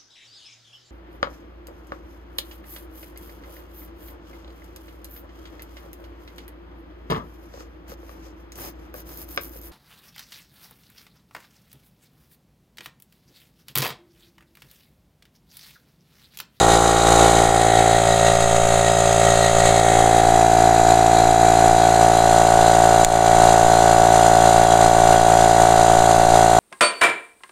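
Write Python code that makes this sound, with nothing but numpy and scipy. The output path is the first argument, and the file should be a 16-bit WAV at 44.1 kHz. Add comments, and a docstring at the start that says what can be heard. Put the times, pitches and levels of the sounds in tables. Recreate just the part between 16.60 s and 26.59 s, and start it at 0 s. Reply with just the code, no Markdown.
"""A small oil-free air compressor putters and hisses on a lawn, with one sharp click along the way.
Its piston turns about 57 times a second. Each turn gives a puff of pressure, a burst of reed-valve flutter
and buzz, a rattle and a hiss of air; these are built from crank harmonics, shaped noise and ringing modes.
The microphone moves from above the pump, past the motor, to the side of the tank, then past the motor again
to the motor cover and the gauges. A light breeze blows on it, and the click makes its limiter duck."""
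import sys
import numpy as np
from scipy import signal
from scipy.fft import rfft, irfft, next_fast_len
from scipy.io import wavfile

SR = 44100
rng = np.random.default_rng(int(sys.argv[2]) if len(sys.argv) > 2 else 0)


def generate_wav(signal):
    """Clip the signal to [-1, 1] and save it as 16-bit WAV at the path in sys.argv[1]."""
    frames = np.transpose(np.atleast_2d(signal))
    scaled = np.clip(frames, -1, 1) * 32767
    pcm = np.round(scaled).astype(np.int16)
    wavfile.write(sys.argv[1], SR, pcm)


N = 440559

# How fast the crank turns: t/s, speed/(turns per s)
CRANK_SPEED = [(0.0, 57.125), (0.5, 56.928), (1.4, 56.82), (3.0, 56.84), (5.0, 56.838), (7.5, 56.843),
               (9.99, 56.848)]
# The drone heard at each place: multiple of the crank speed, relative level/dB
DRONE_ABOVE_PUMP = [(1, -6), (2, -7), (3, -8), (4, -22), (5, -11), (6, -6), (7, -5), (8, -8), (9, -7),
                    (10, -11), (11, -7), (12, -4), (13, -3), (14, 0), (15, -6), (16, -22), (17, -14),
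                    (18, -17), (19, -14), (20, -11), (21, -17), (22, -16), (23, -13), (24, -13), (25, -14),
                    (26, -19), (27, -22), (28, -26)]
# the same columns, beside the tank
DRONE_BESIDE_TANK = [(1, -11), (2, -6), (3, -9), (4, -23), (5, -20), (6, -15), (7, -7), (8, -16), (9, -13),
                     (10, -2), (11, -5), (12, 0), (13, -1), (14, -9), (15, -22), (16, -12), (17, -22),
                     (18, -25), (19, -25), (20, -24), (21, -16), (22, -16), (23, -16), (24, -20), (25, -18),
                     (26, -24), (27, -25), (28, -25), (29, -21), (30, -28), (31, -27)]
# the same columns, at the motor cover
DRONE_AT_COVER = [(1, -15), (2, -12), (3, -15), (4, -25), (5, -16), (6, -13), (7, -13), (8, -18), (9, -24),
                  (10, -19), (11, -13), (12, -3), (13, 0), (14, -7), (15, -18), (16, -15), (17, -20),
                  (18, -25), (19, -29), (20, -25), (21, -27), (22, -24), (23, -29), (24, -25), (25, -25),
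                  (26, -23), (27, -24), (28, -27), (29, -24), (30, -25), (31, -31), (32, -33), (33, -30),
                  (34, -29)]
# the same columns, at the gauges
DRONE_AT_GAUGES = [(1, -16), (2, -12), (3, -14), (4, -23), (5, -18), (6, -14), (7, -13), (8, -17), (9, -25),
                   (10, -10), (11, -9), (12, -3), (13, 0), (14, -7), (15, -14), (16, -13), (17, -17),
                   (18, -24), (19, -25), (20, -19), (21, -24), (22, -29), (23, -23), (24, -29), (25, -22),
                   (26, -18), (27, -21), (28, -32), (29, -25), (30, -29), (31, -34), (32, -32), (33, -28),
                   (34, -30), (35, -29), (36, -29), (37, -34)]
# the same columns, beside the motor
DRONE_BESIDE_MOTOR = [(1, -13), (2, -8), (3, -13), (4, -23), (5, -15), (6, -11), (7, -8), (8, -14),
                      (9, -12), (10, -11), (11, -10), (12, -5), (13, 0), (14, -4), (15, -14), (16, -20),
                      (17, -20), (18, -29), (19, -22), (20, -27), (21, -20), (22, -28), (23, -23),
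                      (24, -16), (25, -25), (26, -21), (27, -24), (28, -22)]
# Places are numbered 0 to 4 in this order everywhere
DRONES = (DRONE_ABOVE_PUMP, DRONE_BESIDE_TANK, DRONE_AT_COVER, DRONE_AT_GAUGES, DRONE_BESIDE_MOTOR)


def from_db(db):
    """Turn decibels into a gain to multiply by."""
    return np.exp(np.asarray(db) * (np.log(10) / 20))


def rms_one(x):
    """Scale a signal to an average strength (rms) of 1."""
    return x / np.sqrt(np.mean(x ** 2) + 1e-20)


def in_time(rows):
    """Draw each column of a table as a curve in time, sample by sample."""
    s, *columns = np.transpose(rows)
    return [np.interp(np.arange(N) / SR, s, column) for column in columns]


def drift(rate_hz):
    """A smooth random wandering of rms 1: noise through a two-pole low-pass; a higher rate wanders faster."""
    step = 40  # samples between the slow values
    r = np.exp(-2 * np.pi * rate_hz * step / SR)
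    draws = rng.standard_normal(N // step + 2002)
    slow = signal.lfilter([1], [1, -2 * r, r * r], draws)[2000:]  # skip the filter's start-up
    return np.interp(np.arange(N) / step, np.arange(len(slow)), rms_one(slow))


def coloured(x, spectrum, ripple_db=0):
    """Give a steady sound a spectrum, rippled at random as by reflections; rms 1."""
    size = next_fast_len(N)
    hz, db = np.transpose(spectrum)
    bins = np.maximum(np.arange(size // 2 + 1) * SR / size, 1)
    shape_db = np.interp(np.log(bins), np.log(hz), db)
    knots = np.arange(0, SR / 2, 130)  # a new ripple value every 130 Hz
    ripple = np.interp(bins, knots, rng.standard_normal(len(knots)))
    gain = from_db(shape_db + ripple_db * ripple)
    return rms_one(irfft(rfft(x, size) * gain, size)[:N])


def noise(spectrum):
    """Steady noise with this spectrum; rms 1."""
    return coloured(rng.standard_normal(N), spectrum)


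def resonance(x, hz, width_hz):
    """One ringing mode driven by x: the narrower it is, the longer it rings; rms 1."""
    r = np.exp(-np.pi * width_hz / SR)
    return rms_one(signal.lfilter([1, 0, -1], [1, -2 * r * np.cos(2 * np.pi * hz / SR), r * r], x))


def swell(turn, centre, depth_db):
    """A gain that peaks once a turn; rms 1."""
    return rms_one(from_db(depth_db * np.cos(2 * np.pi * (turn - centre))))


def per_turn(turn):
    """One random value for each stroke, changing over in the quiet half of the turn."""
    draws = rng.standard_normal(1200)
    stroke = turn + 1
    # this bent count stands almost still near each stroke and hurries on halfway between
    held = stroke + np.sin(2 * np.pi * (stroke + 1 / 2)) / (2 * np.pi)
    return np.interp(held, np.arange(len(draws)), draws)


def partials(angle_of, orders, places):
    """Add up a group of crank harmonics, balanced by where the microphone is; rms about 1."""
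    out, power = 0, 0
    for k in orders:
        place_gains = [from_db(np.interp(k, *np.transpose(drone))) for drone in DRONES]
        gain = np.dot(place_gains, places)
        out = out + gain * np.cos(angle_of(k))
        power = power + gain ** 2 / 2
    return out / np.sqrt(power)


def ring_lag(drone, orders):
    """Minimum phase: a resonance with this spectrum swells quickly after its kick and dies away slowly."""
    gains = from_db(np.interp(orders, *np.transpose(drone)))
    size = len(gains)
    # weak skirts on both sides, so that the group stands alone
    skirted = np.pad(gains / gains.max(), size, constant_values=.06)
    return np.imag(signal.hilbert(np.log(skirted)))[size:-size]


def reed(turn, places, rush_db):
    """The intake reed is kicked open shortly before the puff and flutters near 720 Hz, air rushing past."""
    # How long before the puff the burst is heard, one value a place: lead/(share of a turn)
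    reed_lead = [0.25, 0.18, .23, 0.22, .2]
    # Air rushing through the intake: f/Hz, relative level per Hz/dB
    rush_spectrum = [(30, -13), (100, -6), (280, -4.5), (430, -2.5), (540, 4), (760, 5.5), (950, -2),
                     (1200, -20), (2000, -43)]
    orders, strongest = range(10, 18), 13  # multiples of the crank speed
    lags = dict(zip(orders, np.transpose([ring_lag(drone, orders) for drone in DRONES])))
    lead = np.dot(reed_lead, places)

    def angle_of(k):
        return 2 * np.pi * (k * turn + (k - strongest) * lead) - np.dot(lags[k], places)

    flutter = partials(angle_of, orders, places)
    strength = from_db(.25 * per_turn(turn))
    rush = noise(rush_spectrum) * swell(turn, centre=-.05, depth_db=2.0)
    return strength * flutter + from_db(rush_db) * rush


def puff(turn, places):
    """The piston's pressure pulse: the low harmonics crest together, and an echo off the tank follows."""
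    echo, delay = .45, .24  # strength, share of a turn

    def angle_of(k):
        return 2 * np.pi * k * turn + np.angle(1 + echo * np.exp(-2j * np.pi * k * delay))

    return partials(angle_of, range(1, 10), places)


def reed_buzz(turn, places, rasp_db, spread):
    """The reed slaps its seat: overtones, smeared a little in time, and a rasp of noise; rms 1."""
    # Air rasping past the reed: f/Hz, relative level per Hz/dB
    rasp_spectrum = [(600, -30), (1000, -5), (1200, -1), (1420, -0.5), (1700, -7), (1950, -3.5),
                     (2200, -32), (3000, -32)]
    orders = range(18, 38)
    lag = spread * rng.standard_normal(max(orders) + 1)
    unsteady = turn + 0.00036 * per_turn(turn)  # each slap comes a touch early or late

    def angle_of(k):
        return 2 * np.pi * (k * (unsteady - .02) + lag[k])

    buzz = partials(angle_of, orders, places)
    rasp = noise(rasp_spectrum) * swell(turn, centre=0.025, depth_db=3.5)
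    return rms_one(buzz + from_db(rasp_db) * rasp)


def cylinder_head(turn, places, rattle_db, shroud_db):
    """Hiss, rattle and ringing panels surge after every compression, with reflections for each place; rms 1."""
    # Hiss of the cylinder head, heard from the side: f/Hz, relative level per Hz/dB
    side_hiss = [(1500, -21), (2200, -4.5), (2700, -5.5), (3400, -2.5), (4000, -7.5), (4700, -12),
                 (5900, -4), (6600, 1.5), (7400, 0.5), (8300, -1.5), (10000, -11), (10600, -13.5),
                 (11500, -18), (15500, -33)]
    # the same columns, heard from the gauge end
    gauge_hiss = [(1500, -28), (2200, -3.5), (3000, -2), (4100, -1.5), (4700, -6), (5830, 2), (6200, 0),
                  (7100, 4.5), (8300, -0.5), (10000, -7), (12000, -14), (15500, -31)]
    # Housing tones that the crank keeps ringing, from the side: f/Hz, level against the hiss before wavering/dB
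    side_tones = [(1876, -16), (1933, -17.5), (2217, -19), (3808, -14.5), (3865, -19), (4206, -18),
                  (4490, -22.5), (4945, -18.5), (6422, -15.5), (7048, -12.5)]
    # the same columns, from the gauge end
    gauge_tones = [(2330, -21), (3296, -16), (3922, -13), (4206, -16), (4490, -22.5), (4832, -24),
                   (4945, -20), (6480, -15.5), (6821, -15), (7105, -18.5), (7844, -29)]
    # Hiss over one turn: time after the puff/(share of a turn), relative level/dB
    surge_cycle = [(0, -1), (.08, 1.8), (.2, .8), (.3, 0), (.5, -2), (.8, -3.2), (.92, -2.5), (.96, .3)]
    air = 0
    for share, spectrum in zip(places, (side_hiss, side_hiss, gauge_hiss, gauge_hiss, side_hiss)):
        source = rng.standard_normal(N) + from_db(rattle_db) * rattle(turn)
        air = air + np.sqrt(share) * coloured(source, spectrum, ripple_db=2.16)

    pump, tank, cover, gauges, motor = places
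    side = tank + motor
    tones = (pump + side) * housing(turn, side_tones, waver_db=2.5)
    tones += (cover + gauges) * housing(turn, gauge_tones, waver_db=2.5)

    low_ring = resonance(rng.standard_normal(N), hz=1898, width_hz=25)
    low_ring *= 0.17 * pump + 1.0 * tank + 0.87 * motor
    high_ring = resonance(rng.standard_normal(N), hz=3880, width_hz=290)
    high_ring *= 1.24 * pump + 0.9 * side + 0.91 * cover
    shroud = from_db(shroud_db + 1.9 * drift(3.6)) * (low_ring + high_ring)

    surge_db = np.interp(turn, *np.transpose(surge_cycle), period=1)
    surge_db += 0.73 * per_turn(turn) + 0.27 * drift(150)
    return rms_one((air + tones + shroud) * from_db(surge_db))


def rattle(turn):
    """Piston and bearings knock in the same way every turn: one random pattern, repeated; rms 1."""
    size = 600  # points in a turn
    knocks = np.interp(turn % 1, np.arange(size) / size, rng.standard_normal(size))
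    return rms_one(signal.sosfilt(signal.butter(1, 6000, fs=SR, output="sos"), knocks))


def housing(turn, tones, waver_db):
    """Panels ring on the crank harmonic nearest to each of their modes, each wavering by itself."""
    mean_speed = np.mean(np.array(CRANK_SPEED)[:, 1])
    out = 0
    for hz, db in tones:
        level = np.sqrt(2) * from_db(db + waver_db * drift(7.4))
        harmonic = round(hz / mean_speed)
        out = out + level * np.cos(2 * np.pi * (harmonic * turn + rng.random()))
    return out


def click(decay_s, thump):
    """Something knocks against the camera body: a bright snap of a millisecond or two and a dull bump."""
    click_s, snap_peak_db = 6.4473, 3  # peak before the notch and the limiter
    age = np.clip(np.arange(N) / SR - click_s, 0, 1)
    # Ringing modes of the snap: f/Hz, relative level/dB
    modes = [(2300, -10), (3500, -9), (5000, -11), (7000, 0), (7900, -5), (10500, -12), (14300, -13)]
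    ringing = sum(from_db(db) * np.sin(2 * np.pi * hz * age) for hz, db in modes)
    snap = ringing * age * np.exp(-np.minimum(age / decay_s, 50))
    bump = thump * np.sin(2 * np.pi * 22 * age) * np.exp(-age / 0.054)
    return from_db(snap_peak_db) * snap / np.max(np.abs(snap)) + bump


def breeze():
    """Light air on the microphone: low noise that slowly comes and goes."""
    # Breeze on the microphone: f/Hz, relative level per Hz/dB
    wind_spectrum = [(10, 16), (25, -19), (45, -13), (70, -23), (150, -39), (600, -70)]
    return from_db(-33 + 2.7 * drift(1.8)) * noise(wind_spectrum)


def waver():
    """A slow throb and a random waver in the loudness, in dB, as from a limiter riding the peaks."""
    throb_hz, throb_db, throb_crest_s = 2.36, 0.13, .38
    waver_db, waver_hz = 0.66, 6.4
    throb = np.cos(2 * np.pi * throb_hz * (np.arange(N) / SR - throb_crest_s))
    # the slowest wandering is left out
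    wander = signal.sosfilt(signal.butter(2, 1.5, "high", fs=SR, output="sos"), drift(waver_hz))
    return throb_db * throb + waver_db * rms_one(wander)


def scene():
    """All machine parts follow one crank, and the microphone's place sets their balance; both channels match."""
    # Microphone path: t/s, place (0 above the pump, 1 beside the tank, 2 at the motor cover,
    # 3 at the gauges, 4 beside the motor)
    mic_path = [(0, 0), (.6, 0), (1.1, 4), (1.22, 4), (1.55, 1), (3.0, 1), (3.35, 4), (3.8, 2), (4.9, 2),
                (5.8, 3)]
    # Loudness of the reed along the path, before the waver: t/s, level/dB
    reed_loudness = [(0, -16), (.42, -18.5), (.55, -14.5), (.9, -16.5), (1.3, -15.8), (1.9, -17.5),
                     (3.05, -16), (3.8, -13.5), (5.1, -13.5), (6.35, -13), (7.2, -12.5), (9.99, -13)]
    # Other parts against the reed flutter, one row a place:
    # puff level/dB, reed overtones level/dB, hiss level/dB, rushing air level/dB
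    place_mix = [(-2.0, -7, -6, -8.5), (-5.2, -11.5, -7.5, -13), (-8, -15, -13.5, -16.5),
                 (-8.9, -13.5, -12.5, -16), (-5.4, -12.5, -10, -13)]
    speed, = in_time(CRANK_SPEED)
    reed_db, = in_time(reed_loudness)
    turn = np.cumsum(speed) / SR + .18  # turns made so far
    # each place's share fades in and out as the microphone passes it
    places = np.array(in_time([(s, *np.eye(len(DRONES))[place]) for s, place in mic_path]))
    puff_db, buzz_db, hiss_db, rush_db = np.transpose(place_mix) @ places

    machine = reed(turn, places, rush_db)
    machine += from_db(puff_db) * puff(turn, places)
    machine += from_db(buzz_db) * reed_buzz(turn, places, rasp_db=-4.5, spread=0.18)
    machine += from_db(hiss_db) * cylinder_head(turn, places, rattle_db=-11.0, shroud_db=-9.5)
    out = from_db(reed_db + waver()) * machine
    out += click(decay_s=0.00045, thump=0.22) + breeze()
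    return np.array([out, out])


def limiter(x, ceiling_db, release_db_per_s):
    """The gain drops at once on a peak over the ceiling and climbs back steadily."""
    peak_db = 20 * np.log10(np.max(np.abs(x), axis=0) + 1e-9)
    over_db = np.maximum(peak_db - ceiling_db, 0)
    ramp = release_db_per_s * np.arange(N) / SR
    return x * from_db(ramp - np.maximum.accumulate(over_db + ramp))


def record(dry):
    """The camera has a deep notch near 5.5 kHz, a limiter and a steep top cut."""
    notch = signal.iirnotch(5460, 13.0, fs=SR)
    notched = signal.lfilter(*notch, signal.lfilter(*notch, dry))  # twice, for depth
    limited = limiter(notched, ceiling_db=.4, release_db_per_s=28.0)
    top_cut = signal.cheby2(16, 70, 16100, fs=SR, output="sos")  # 70 dB down from 16100 Hz up
    return signal.sosfilt(top_cut, limited)


dry = scene()
out = record(dry)
generate_wav(out)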